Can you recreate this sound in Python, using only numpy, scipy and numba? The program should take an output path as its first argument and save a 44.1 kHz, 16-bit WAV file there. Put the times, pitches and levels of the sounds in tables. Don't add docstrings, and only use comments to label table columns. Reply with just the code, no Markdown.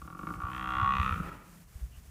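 import sys
import numpy as np
from scipy import signal
from scipy.fft import rfft, irfft
from scipy.io import wavfile
from scipy.ndimage import uniform_filter1d
from numba import njit

SR = 44100
rng = np.random.default_rng(int(sys.argv[2]) if len(sys.argv) > 2 else 0)


def output_pcm(signal):
    pcm = np.clip(np.atleast_2d(signal).T, -1, 1) * 32767
    wavfile.write(sys.argv[1], SR, np.round(pcm).astype(np.int16))


N = 92610
t = np.arange(N) / SR
VOICE_END_S = 1.335


def undb(db):
    return 10 ** (np.asarray(db) / 20)


def unit(x):
    return x / np.sqrt(np.mean(x ** 2))


def curve(table, column=1):
    rows = np.array(table, float)
    return np.interp(t, rows[:, 0], rows[:, column])


def walk(rate_hz):
    hold = int(SR / rate_hz)
    steps = np.repeat(rng.standard_normal(N // hold + 1), hold)
    return 1.3 * uniform_filter1d(uniform_filter1d(steps, hold), hold)[:N]


def noise(spectrum):
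    hz, db = np.array(spectrum, float).T
    bin_hz = np.arange(N // 2 + 1) * SR / N + 1
    gain = undb(np.interp(np.log(bin_hz), np.log(hz), db))
    return unit(irfft(rfft(rng.standard_normal(N)) * gain, N))


def band(x, low_hz, high_hz, order):
    return signal.sosfilt(signal.butter(order, [low_hz, high_hz], "band", fs=SR, output="sos"), x)


@njit
def resonator(x, hz, width_hz):
    y, band_state, low_state = np.empty(len(x)), 0., 0.
    for i in range(len(x)):
        tuning, damping = np.tan(np.pi * hz[i] / SR), width_hz / hz[i]
        velocity = (band_state + tuning * (x[i] + 1e-18 - low_state)) / (1 + tuning * (tuning + damping))
        band_state = 2 * velocity - band_state
        low_state += 2 * tuning * velocity
        y[i] = damping * velocity
    return y


def vocal_folds():
    # time_s, pitch_hz
    pitch = [(0.0, 26.32), (0.04, 33.85), (0.14, 44.38), (0.25, 52.16), (0.35, 63.49), (0.42, 60.71),
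             (0.55, 63.8), (0.7, 63.29), (0.84, 65.63), (1.0, 64.16), (1.11, 63.69), (1.16, 55.47),
             (1.22, 30.12), (1.36, 42.22)]
    # time_s, roughness (0-1), alternate_pulse_loss_db
    creak = [(0, 0.27, -1), (.1, 0.46, -0.5), (.14, 0.47, 6.5), (.35, 0.58, 4.5), (.4, 0.22, -0.5),
             (.7, 0.02, -0.5), (1.18, 0.09, 3.5), (1.26, 0.85, 2)]
    jitter_s, shimmer_db = 0.00062, 3
    rasp_decay_s = 0.003
    cycles = np.cumsum(curve(pitch)) / SR
    onsets_s = np.interp(np.arange(.5, np.interp(VOICE_END_S, t, cycles)), cycles, t)
    roughness, loss_db = curve(creak), curve(creak, column=2)
    air, pulses = rng.standard_normal(N), np.zeros(N)
    for k, onset_s in enumerate(onsets_s):
        late, loud = rng.standard_normal(2)
        i = int(onset_s * SR)
        near = slice(max(i - 200, 0), i + 900)
        age = t[near] - onset_s - jitter_s * roughness[i] * late
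        rasp = (age > 0) * np.exp(-abs(age) / rasp_decay_s) * air[near] / np.sqrt(rasp_decay_s * SR / 2)
        strength = undb(shimmer_db * roughness[i] * loud + loss_db[i] * (k % 2 - 1))
        pulses[near] += strength * (np.sinc(age * SR) + (0.06 + 0.4 * roughness[i]) * rasp)
    return pulses


def cavity(x, formants, stretch=1):
    # time_s, opening (0-1)
    gape = [(.8, 0), (.88, 0.33), (.96, 1), (1.1, 0.93), (1.2, 0.21)]
    opening, out = curve(gape), 0
    for hz, width_hz, gain_db, open_change_db in formants:
        centre_hz = np.full(N, float(hz)) * stretch
        ringing = resonator(resonator(x, centre_hz, float(width_hz)), centre_hz, float(width_hz))
        out = out + undb(gain_db + open_change_db * opening) * ringing
    return out


def bellow():
    # centre_hz, stage_width_hz, gain_db, open_change_db
    nose_formants = [(169.5, 51, 2.5, -0.5), (305, 81, -5.5, -41), (472.6, 92, -17, 4.5)]
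    mouth_formants = [(768.7, 29.5, -10.5, -13.5), (996, 330, -12.5, -24), (1338.4, 147, -3.5, -27.5)]
    throat_formants = [(1886, 280, 5, 3.5), (2543, 410, 0, 9), (2757, 130, 1.5, -5.5),
                       (3360, 223, 0.5, -1.5), (3553, 360, -14.5, 13.5), (4400, 340, -27, 17),
                       (6070, 530, -24, 8), (9000, 2300, -36, 6)]
    # time_s, centre_hz
    main_formant = [(0, 1166), (.42, 1170), (.54, 1116), (.7, 1175), (.82, 1102), (.98, 1120), (1.06, 1253),
                    (1.13, 1298), (1.2, 1317)]
    # time_s, frequency_factor
    strain = [(0, 0.8), (.4, 0.79), (.55, 0.95), (.8, 1.0), (1.0, 1.01), (1.12, 0.97), (1.22, 0.826)]
    # time_s, gain_db
    hum = [(0, -50.5), (.08, -50), (.17, -46), (.24, -41), (.31, -40.5), (.37, -48.5), (.41, -51),
           (.5, -48.5), (.75, -46), (1.0, -40), (1.13, -40), (1.2, -34), (1.25, -72), (1.35, -52)]
    # time_s, mouth_gain_db, throat_gain_db
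    effort = [(.017, -47, -64.5), (.05, -55.5, -93), (.077, -44, -63), (.16, -44, -66), (.2, -38.5, -56.5),
              (.25, -43, -65), (.272, -34, -48.5), (.31, -38.5, -78), (.34, -43, -53.5), (.385, -49, -72),
              (.402, -36, -57), (.46, -35.5, -56), (.5, -39, -54.5), (.535, -40, -45.5), (.66, -35, -47.5),
              (.76, -30.5, -44), (.84, -27, -45), (1.0, -29.5, -44), (1.11, -30.5, -48),
              (1.145, -35, -43.5), (1.2, -40, -79), (1.235, -43.5, -55), (1.28, -48, -68),
              (1.32, -44.5, -72), (1.36, -81, -75)]

    def nose(x):
        return cavity(x, nose_formants)

    def mouth(x):
        main = resonator(x, curve(main_formant), width_hz=111.0)
        return band(main, 819, 1433, order=3) + cavity(x, mouth_formants)

    def throat(x):
        return cavity(x, throat_formants, stretch=curve(strain))

    paths = [(nose, curve(hum) - 2.5),
             (mouth, curve(effort) - 0.5),
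             (throat, curve(effort, column=2) - 0.5)]
    pulses, voice = vocal_folds(), 0
    for path, drive_db in paths:
        reference_rms = np.std(path(pulses)[t < VOICE_END_S])
        voice = voice + path(pulses * undb(drive_db)) / reference_rms
    return voice


def side_branch(x):
    # centre_hz, width_hz, depth (0-1)
    notches = [(393, 24, 0.71), (849.4, 158, 0.85), (1031, 192, 0.7), (1632, 77, 0.92), (2410, 110, 0.1),
               (2920, 300, 0.2), (4880, 1200, .7)]
    for hz, width_hz, depth in notches:
        x = x - depth * resonator(x, np.full(N, float(hz)), float(width_hz))
    return x


def plain(x):
    ground_delay_s, scatter_decay_s, tail_t60_s, tail_rise_s = 0.003596, 0.014, 0.68, 0.01
    bounce = undb(-13) * np.interp(t - ground_delay_s, t, x, left=0)
    scatter = rng.standard_normal(N) * np.exp(-t / scatter_decay_s)
    tail = band(rng.standard_normal(N), 67, 3900, order=1)
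    tail *= np.exp(-np.log(1000) * t / tail_t60_s) * (1 - np.exp(-t / tail_rise_s))
    bandwidth_share = 2600 / (SR / 2)
    response = (undb(-25) * unit(scatter) + undb(-22) * unit(tail) / np.sqrt(bandwidth_share)) / np.sqrt(N)
    return x + bounce + signal.fftconvolve(x, response)[:N]


def wind():
    # frequency_hz, gain_db
    rumble = [(20, -59), (35, -9.5), (55, -1), (90, -10), (130, -8.5), (200, -20), (400, -32.5),
              (1000, -53.5)]
    # time_s, level_db
    gusts = [(0, -51.5), (.18, -56.5), (.3, -46.5), (.55, -48.5), (.8, -43), (1.1, -41), (1.25, -41),
             (1.36, -55), (1.6, -62.5), (1.8, -50.5), (2.1, -54.5)]
    # centre_s, peak_db, frequency_hz, half_length_s
    bumps = [(0.044, -41, 63.4, 0.021), (0.449, -30.5, 81, 0.01), (0.835, -24.5, 96.8, 0.011),
             (1.005, -22, 75, 0.014), (1.058, -38, 60.3, 0.02), (1.132, -29.5, 80.4, 0.0216),
             (1.763, -32.5, 63.6, 0.0085), (1.836, -30, 58.4, 0.019), (1.982, -39, 61.6, 0.011),
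             (2.085, -42.5, 69, 0.0096)]
    pressure = noise(rumble) * undb(curve(gusts))
    for centre_s, peak_db, hz, half_length_s in bumps:
        age = t - centre_s
        envelope = undb(peak_db) * np.exp(-(age / half_length_s) ** 2)
        pressure += envelope * np.sin(2 * np.pi * (hz * age + rng.random()))
    return pressure


def grass():
    # frequency_hz, gain_db
    hiss = [(240, -38), (400, 1), (511, -2), (663, 1), (928, -3), (1030, -0.5), (1120, 0.5), (2030, -3),
            (2360, -3.5), (2970, -6), (3790, -8.5), (6780, -5), (15500, -7.5)]
    # time_s, gain_db
    rustle = [(0, 0), (.2, -1), (.32, 2.5), (.45, -3), (.56, 1.5), (.7, 0.5), (.8, -6), (.95, -4.5),
              (1.07, 4.5), (1.25, -1.5), (1.42, -2), (1.57, 1.5), (1.66, -2.5), (1.76, 1.5), (1.9, -1.5),
              (1.96, 2), (2.1, -0.5)]
    carrier = noise(hiss)
    flutter_db, grain_db = 1.34 * walk(rate_hz=40.04), walk(rate_hz=1500)
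    return carrier * undb(-62.5 + curve(rustle) + flutter_db + grain_db)


def puff():
    # frequency_hz, gain_db
    breath = [(100, -36), (190, 2.5), (330, 15), (420, 5), (800, 5.5), (1050, 8.5), (1350, -17),
              (1650, 4.5), (2600, -2.5), (3500, -13), (6000, -19.5)]
    peak_s, rise_s, decay_db_per_s = 1.275, 0.064, 89
    age = t - peak_s
    rise = np.exp(-(np.minimum(age, 0) / rise_s) ** 2)
    decay = undb(-decay_db_per_s * np.maximum(age, 0))
    return noise(breath) * rise * decay * undb(-49 + 2.5 * walk(rate_hz=68.4))


def grunt():
    centre_s, half_length_s, formant_hz, stage_width_hz = 1.555, 0.077, 176.6, 39
    hum = cavity(rng.standard_normal(N), [(formant_hz, stage_width_hz, 0, 0)])
    envelope = np.exp(-((t - centre_s) / half_length_s) ** 4)
    return undb(-56.5) * envelope * unit(hum)


def bird():
    centre_s, half_length_s, pitch_hz, fall_hz_per_s = 1.95, 0.032, 2870, 2100
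    age = t - centre_s
    hz = pitch_hz - fall_hz_per_s * age + 180 * walk(rate_hz=900)
    envelope = np.exp(-(age / half_length_s) ** 2)
    return undb(-63) * envelope * np.sin(2 * np.pi * np.cumsum(hz) / SR)


def scene():
    buffalo = side_branch(bellow()) + puff() + grunt()
    return (plain(buffalo) + wind() + grass() + bird())[None]


def record(dry):
    cutoff_hz = 15500
    return signal.sosfilt(signal.ellip(12, .1, 90, cutoff_hz, fs=SR, output="sos"), dry)


dry = scene()
out = record(dry)
output_pcm(out)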